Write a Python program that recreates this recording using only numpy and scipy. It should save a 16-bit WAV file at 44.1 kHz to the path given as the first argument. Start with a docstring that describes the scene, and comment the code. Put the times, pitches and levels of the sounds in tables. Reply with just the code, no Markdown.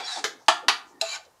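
"""A steel spatula works thick food on a flat iron griddle in a small tiled kitchen, over a faint steady sizzle.
First the blade scrapes: dense random slips, coloured, with noisy resonances that swell as the edge catches.
Then it comes down four times: noise bursts for the clatter, decaying sines for the brief ring of both metals.
Soft arches of narrow noise squelch from the opening scrape until after the last blow, as food is pushed.
From the last blow the blade slides on in a second scrape; a light touch of the edge follows."""
import sys
import numpy as np
from scipy import signal
from scipy.fft import rfft, irfft, next_fast_len
from scipy.io import wavfile

SR = 44100
rng = np.random.default_rng(int(sys.argv[2]) if len(sys.argv) > 2 else 0)


def digitize_waveform(pressure):
    """Quantize a signal to 16-bit integers and store it at the path in sys.argv[1].

    Rows of a 2-D input are taken as channels; values are limited to [-1, 1].
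    """
    field = np.atleast_2d(pressure).T
    bounded = np.clip(field, -1, 1)
    quanta = np.round(bounded * 32767).astype(np.int16)
    wavfile.write(sys.argv[1], SR, quanta)


N = 61739
TIME = np.arange(N) / SR  # s

# blows of the spatula: t/s, crack level/dB, clatter level/dB, clatter t60/s, swell/s, griddle level/dB,
# strike place (0 inner - 1 outer), blade level/dB, blade tilt (0 flat - 1 edge on)
SPATULA_BLOWS = [(0.2408, -28.5, -20.5, .13, 0.00053, -47, .8, -51.5, .1),
                 (0.4823, -9.5, -13, .13, 0.0013, -19.5, 0.017, -27.5, .15),
                 (0.6822, -7, -13.5, .13, 0.0019, -26.5, 0.68, -26, .05),
                 (1.0126, -16, -30.5, 0.044, 0.00073, -41.5, 0.86, -28.5, .97)]
# griddle modes: f/Hz, t60/s when struck, level/dB at the inner place, level/dB at the outer place
GRIDDLE_MODES = [(655.4, 0.15, 2.5, -17.5), (716.3, .2, 0, -9.5), (844, 0.19, 0, -4),
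                 (892, 0.18, 2.5, -24.5), (956, 0.14, -4.5, -18), (1099, 0.15, -8, -4.5),
                 (1111, .17, -11.5, 0.5), (1213, 0.33, -5.5, 0.5), (1215, .16, -2, -2.5),
                 (1313, .18, -0.5, -9), (1386, 0.45, -8.5, -6), (1514, 0.31, -21.5, -7.5),
                 (1689, 0.16, -6.5, -4), (1776, 0.19, -5.5, -8)]
# blade modes: f/Hz, t60/s when struck, level/dB landing flat, level/dB landing on the edge
BLADE_MODES = [(2330, 0.35, -7, -25), (2640, 0.03, -8.5, 0.5), (2740, .12, -8.5, -9.5),
               (3010, 0.064, -8, -22.5), (3240, .17, 0, -23.5), (3210, 0.26, -8.5, -21.5),
               (3280, 0.044, -7, -2), (3410, 0.23, -8, -19.5), (3640, 0.11, -4, -9), (3910, .2, -5, -19),
               (3860, 0.15, -4, -2.5), (4065, 0.017, -5.5, 4.5), (4600, 0.15, -10, -22.5),
               (4670, 0.23, 1, -8.5), (4820, .06, -12.5, -8), (5550, .07, -10.5, -4.5),
               (6780, .14, -13.5, -19.5), (6680, .06, -13, -2.5), (8100, 0.023, -22.5, -4),
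               (7820, 0.046, -21.5, -6.5)]


def from_db(db):
    """Decibels to gain."""
    return 10 ** (np.asarray(db) / 20)


def rms_one(x):
    """Scale to unit rms."""
    return x / np.sqrt(np.mean(x ** 2) + 1e-20)


def at_hz(points, hz):
    """Read a table on a log-frequency axis."""
    f, value = np.transpose(points)
    return np.interp(np.log(np.maximum(hz, 1)), np.log(f), value)


def low_cut(x, hz):
    """Third-order high-pass."""
    return signal.sosfilt(signal.butter(3, hz, "high", fs=SR, output="sos"), x + 1e-18)


def coloured(x, spectrum):
    """Give x a smooth spectrum; rms 1."""
    size = next_fast_len(N)
    gain = from_db(at_hz(spectrum, np.fft.rfftfreq(size, 1 / SR)))
    return rms_one(irfft(rfft(x, size) * gain, size)[:N])


def resonant_noise(hz, width_hz):
    """Noise through a two-stage resonance; rms 1."""
    ratio = np.exp(np.arcsinh(width_hz / hz / 2))
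    edges = [hz / ratio, min(hz * ratio, SR / 2 - 1)]
    band = signal.butter(2, edges, "band", fs=SR, output="sos")
    return rms_one(signal.sosfilt(band, rng.standard_normal(2 * N))[N:])  # drop the filter's build-up


def struck(start, swell, t60):
    """Envelope that swells quickly and dies away."""
    age = np.maximum(TIME - start, 0)
    return (1 - np.exp(-age / swell)) * np.exp(-np.log(1000) * age / t60)


def mode(start, hz, swell, t60):
    """One decaying sine."""
    return struck(start, swell, t60) * np.sin(2 * np.pi * hz * (TIME - start))


def pressed_mode(start, hz, swell, t60):
    """A decaying sine that builds up more gradually, under a soft, long contact."""
    return (1 - np.exp(-np.maximum(TIME - start, 0) / swell)) * mode(start, hz, swell, t60)


def swelling(middle, length, hz, width_hz, glide=0):
    """A noisy resonance that rises and falls in one arch while its centre glides (Hz per s); rms 1 at the top."""
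    from_middle = TIME - middle
    arch = np.cos(np.pi * np.clip(from_middle / length, -.5, .5))
    narrow = signal.butter(2, width_hz / 2, fs=SR, output="sos")
    a, b = signal.sosfilt(narrow, rng.standard_normal((2, N + SR // 10)))[:, -N:]
    phase = 2 * np.pi * (hz + glide * from_middle / 2) * from_middle
    noise = a * np.cos(phase) + b * np.sin(phase)  # slow noise shifted up to the centre
    return rms_one(arch * noise) * np.sqrt(np.mean(arch ** 2))


def through_modes(x, modes):
    """Drive a bank of two-pole resonators, one per mode, all with one ring time; rms 1."""
    ring_t60_s = 0.15
    r = from_db(-60 / (ring_t60_s * SR))  # decay per sample
    out = 0
    for hz, _, first_db, second_db in modes:
        poles = [1, -2 * r * np.cos(2 * np.pi * hz / SR), r * r]
        ring = signal.lfilter([1, 0, -1], poles, x + 1e-18)
        out = out + from_db((first_db + second_db) / 2) * ring
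    return rms_one(out)


def sizzle_and_air():
    """Faint sizzle and still kitchen air: steady coloured noise."""
    # spectrum: f/Hz, relative level/dB per Hz
    air_colour = [(25, -15), (60, -4.5), (90, -1), (130, -1), (300, -5.5), (900, 3.5), (2500, -13),
                  (6000, -11), (10000, -15.5), (15000, -20.5)]
    level_db = -63.5
    return from_db(level_db) * coloured(rng.standard_normal(N), air_colour)


def kitchen(x):
    """Diffuse echo of tiled walls: noise bands that die away, the low ones slowest."""
    # reverberation: f/Hz, t60/s
    room_t60 = [(150, 0.55), (700, 0.4), (2000, 0.31), (4000, 0.27), (8000, 0.25), (14000, 0.28)]
    delay_s, swell_s = 0.004, 0.004
    edges = np.geomspace(60, 16000, 9)  # Hz
    tail = 0
    for low, high in zip(edges, edges[1:]):
        band_filter = signal.butter(3, [low, high], "band", fs=SR, output="sos")
        band = signal.sosfilt(band_filter, rng.standard_normal(N))
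        tail = tail + band * struck(delay_s, swell_s, at_hz(room_t60, np.sqrt(low * high)))
    return signal.fftconvolve(x, tail / np.sqrt(np.sum(tail ** 2)))[:N]


def food():
    """Dull squelches and faint smears as the thick mass is pushed about: arches of narrow noise."""
    # soft shoves of the food: t/s, length/s, f/Hz, level/dB before the low cut
    shoves = [(0.020, 0.1, 440, -51), (0.199, .09, 355.6, -49), (0.342, 0.12, 358, -55.5),
              (0.420, 0.089, 817, -61.5), (0.642, 0.041, 469, -46), (0.670, 0.086, 314.7, -49.5),
              (0.925, 0.24, 330.3, -58.5), (0.936, 0.27, 933, -63), (1.270, 0.083, 519.6, -60.5),
              (1.388, 0.11, 1000, -71.5)]
    # smears of the blade through the food: t/s, length/s, f/Hz, width/Hz, level/dB
    smears = [(0.420, .08, 5600, 2000, -64), (0.895, 0.1, 6290, 2010, -64), (0.965, 0.11, 1830, 120, -64.5)]
    width_share = .4  # of the centre frequency
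    squelches = sum(from_db(db) * swelling(s, length, hz, width_share * hz) for s, length, hz, db in shoves)
    smearing = sum(from_db(db) * swelling(s, length, hz, width) for s, length, hz, width, db in smears)
    return low_cut(squelches, 200) + smearing


def touches():
    """The edge grazes the iron: short puffs of resonant noise."""
    # light touches of the edge: t/s, level/dB
    grazes = [(.460, -54.5), (1.002, -70), (1.249, -51)]
    swell_s, t60_s = 0.0017, .05
    envelope = sum(from_db(db) * struck(s, swell_s, t60_s) for s, db in grazes)
    return resonant_noise(4800, width_hz=2500) * envelope


def tiny_slips():
    """Thousands of random clicks a second, of either sign and uneven size, as the edge sticks and slips."""
    slips_per_s, spread_db = 9000, 2.55
    happens = rng.random(N) < slips_per_s / SR
    sign = rng.choice([-1, 1], N)
    size_db = spread_db * np.minimum(rng.exponential(1, N), 5)
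    return happens * sign * from_db(size_db)


def catches():
    """The sliding edge catches and one resonance sings out, its pitch gliding."""
    # catches: t/s, length/s, f/Hz, width/Hz, glide/Hz per s, level/dB
    caught = [(0.010, 0.07, 795, 180, 109, -38.5), (0.040, 0.049, 2370, 55, 100, -45.5),
              (0.045, .06, 3380, 86, -500, -41.5), (0.052, .09, 4660, 70, 300.5, -42.5),
              (0.056, 0.039, 5460, 79, 700, -38.5), (0.075, .03, 6850, 300, 2000, -43.5),
              (0.088, .045, 4000, 200, -500, -33), (0.120, 0.086, 1626, 185.2, 3000, -47),
              (0.128, .052, 3840, 60, -2000, -36), (0.135, 0.039, 5330, 90, -4000, -39.5),
              (0.145, .1, 4500, 180, -3500, -43.5), (0.150, 0.1, 3570, 80, -700, -42),
              (0.160, .085, 5540, 200, -4000, -44.5), (0.180, 0.051, 799, 166, -100, -34),
              (1.060, .07, 2670, 150, -1500, -44), (1.105, 0.17, 3977, 170, 100, -39.5),
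              (1.110, .06, 4500, 190, 4000, -39.5), (1.130, 0.1, 3080, 90, 100, -44.5),
              (1.135, 0.053, 7050, 150, 1000, -43), (1.143, 0.1, 2353, 30, 20, -39.5),
              (1.149, 0.049, 5260, 300, 14002, -42), (1.152, 0.057, 1520, 90, 100, -43),
              (1.180, 0.1, 800, 170, -1000, -50)]
    return sum(from_db(db) * swelling(s, length, hz, width, glide)
               for s, length, hz, width, glide, db in caught)


def scrapes():
    """Tiny slips under a juddering hand make a rasp and ring griddle and blade; at times a resonance catches."""
    # pressure of each scrape: t/s, level/dB
    pressures = [
        [(0, -33), (.03, -41), (.055, -40), (.1, -39), (.135, -40), (.18, -39), (.2, -40.5), (.215, -48.5),
         (.24, -53)],
        [(1.0, -65), (1.012, -51.5), (1.022, -41.5), (1.07, -41), (1.1, -40.5), (1.13, -37.5), (1.162, -36),
         (1.18, -47.5), (1.21, -65)],
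    ]
    # colour of each scrape: f/Hz, relative level/dB per Hz, before the treble moves
    colours = [
        [(150, -52), (300, -35), (450, -14), (590, -38), (720, 3), (1050, -9), (1700, -4), (3000, -14.5),
         (3900, -6), (5500, -10.5), (7000, -12.5), (8500, -17), (11000, -31), (12500, -54), (15000, -50)],
        [(180, -76), (300, -49), (416, -15), (597, -20.5), (1130, -7), (1310, -14), (1520, 1.5), (1700, -12),
         (2400, -3), (3490, -13), (3860, -0.5), (5710, -17.5), (7060, -2.5), (8460, -31), (10600, -22.5),
         (15000, -57)],
    ]
    # treble of each scrape as the blade's angle changes: t/s, level/dB
    trebles = [
        [(0, -18), (.06, -2), (.13, 6), (.19, 2.5)],
        [(1.02, 1), (1.07, 4), (1.12, 6.5), (1.17, -1.5)],
    ]
    # ringing under each scrape, relative to its rms force: griddle level/dB, blade level/dB
    slide_rings = [(-15, -11), (-11, -16)]
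    treble_hz, judder_hz, judder_db = 4840, 70, 0.5  # judder depth is rms
    treble_split = signal.butter(2, treble_hz, fs=SR, output="sos")
    out = np.zeros(N)
    for pressure, colour, treble, (griddle_db, blade_db) in zip(pressures, colours, trebles, slide_rings):
        slips = tiny_slips()
        rasp = coloured(slips, colour)
        body = signal.sosfiltfilt(treble_split, rasp)
        rasp = body + (rasp - body) * from_db(np.interp(TIME, *np.transpose(treble)))

        judder = judder_db * resonant_noise(judder_hz, 2 * judder_hz)
        level_db = np.interp(TIME, *np.transpose(pressure)) + judder
        sliding = (TIME >= pressure[0][0]) * (TIME < pressure[-1][0])
        force = from_db(level_db) * sliding

        griddle = from_db(griddle_db) * through_modes(slips * force, GRIDDLE_MODES)
        blade = from_db(blade_db) * through_modes(slips * force, BLADE_MODES)
        out += rasp * force + np.sqrt(np.mean(force ** 2)) * (griddle + blade)
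    return out + catches()


def thuds():
    """Low modes that swell as the blade presses down."""
    # pressed modes: t/s, f/Hz, level/dB, swell/s, t60/s
    pressed = [(0.241, 425.6, -23.5, 0.0035, 0.093), (1.0135, 660, -5.5, 0.021, 0.097),
               (1.0135, 772, -22.5, 0.0083, 0.086), (1.0135, 863, -25, 0.0065, 0.085),
               (1.0135, 429, -33, 0.01, .12)]
    return sum(from_db(db) * pressed_mode(s, hz, swell, t60) for s, hz, db, swell, t60 in pressed)


def ringing():
    """Each blow rings griddle and blade; the place struck and the blade's tilt set the mix of modes."""
    out = np.zeros(N)
    for s, _, _, _, swell, griddle_db, place, blade_db, tilt in SPATULA_BLOWS:
        modes = [(hz, t60, griddle_db + inner_db + place * (outer_db - inner_db))
                 for hz, t60, inner_db, outer_db in GRIDDLE_MODES]
        modes += [(hz, t60, blade_db + flat_db + tilt * (edge_db - flat_db))
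                  for hz, t60, flat_db, edge_db in BLADE_MODES]
        for k, (hz, t60, db) in enumerate(modes):
            start = s + rng.random() / hz  # up to one cycle late, so the phases scatter
            out += (-1) ** k * from_db(db) * mode(start, hz, swell, t60)
    return low_cut(out + thuds(), 320)


def clatter():
    """Steel meets iron: a short crack and a crowd of close, quickly damped modes, as bursts of coloured noise."""
    # colour of each blow's clatter: f/Hz, relative level/dB per Hz, before the low cut
    clatter_colours = [
        [(100, -33), (240, -20.5), (430, -2.5), (650, -8), (1090, -12), (1680, 0), (1870, -7.5), (2080, 0.5),
         (2400, -13), (3000, -11.5), (3500, -5), (4800, -10.5), (6500, -8), (7800, -20), (11000, -28),
         (15000, -38)],
        [(150, -42), (357, -17), (560, -25.5), (680, -7), (1250, -4), (1520, -14), (1730, -8), (1950, -18.5),
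         (3030, -10.5), (4900, -17), (7000, -22), (11000, -36.5), (13000, -52.5), (15000, -52)],
        [(88, -61), (150, -29), (401, -12.5), (556, -28.5), (833, -1), (972, -5.5), (1430, -5.5), (2020, -8.5),
         (2970, -5), (3340, -11.5), (3820, -5), (5840, -14.5), (6430, -15.5), (7790, -25), (10800, -29),
         (15000, -51.5)],
        [(150, -48), (500, -15), (800, -12.5), (1600, -13.5), (2050, -42), (2680, 0.5), (3050, -23),
         (3350, -10.5), (4050, 7.5), (4400, -10.5), (5400, -1.5), (6100, -19), (6850, -4), (8100, -8),
         (8800, -31), (10800, -19), (15000, -38)],
    ]
    crack_t60_s = 0.03
    out = np.zeros(N)
    for (s, crack_db, clatter_db, t60, swell, *_), colour in zip(SPATULA_BLOWS, clatter_colours):
        crack = from_db(crack_db) * struck(s, swell, crack_t60_s)
        crowd = from_db(clatter_db) * struck(s, swell, t60)
        out += (crowd + crack) * coloured(rng.standard_normal(N), colour)
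    return low_cut(out, 180)


def scene():
    """Spatula, griddle and food in the kitchen."""
    hits, rings = clatter(), ringing()
    sliding = scrapes() + touches() + food()
    blow_send_db, ring_send_db, slide_send_db = -11.5, -16.5, -13.5
    send = from_db(blow_send_db) * hits + from_db(ring_send_db) * rings + from_db(slide_send_db) * sliding
    return (hits + rings + sliding + kitchen(send) + sizzle_and_air())[None]


def record(dry):
    """A steep low-pass takes off the top, 60 dB down from 16.3 kHz."""
    return signal.sosfilt(signal.cheby2(14, 60, 16300, fs=SR, output="sos"), dry)


dry = scene()
out = record(dry)
digitize_waveform(out)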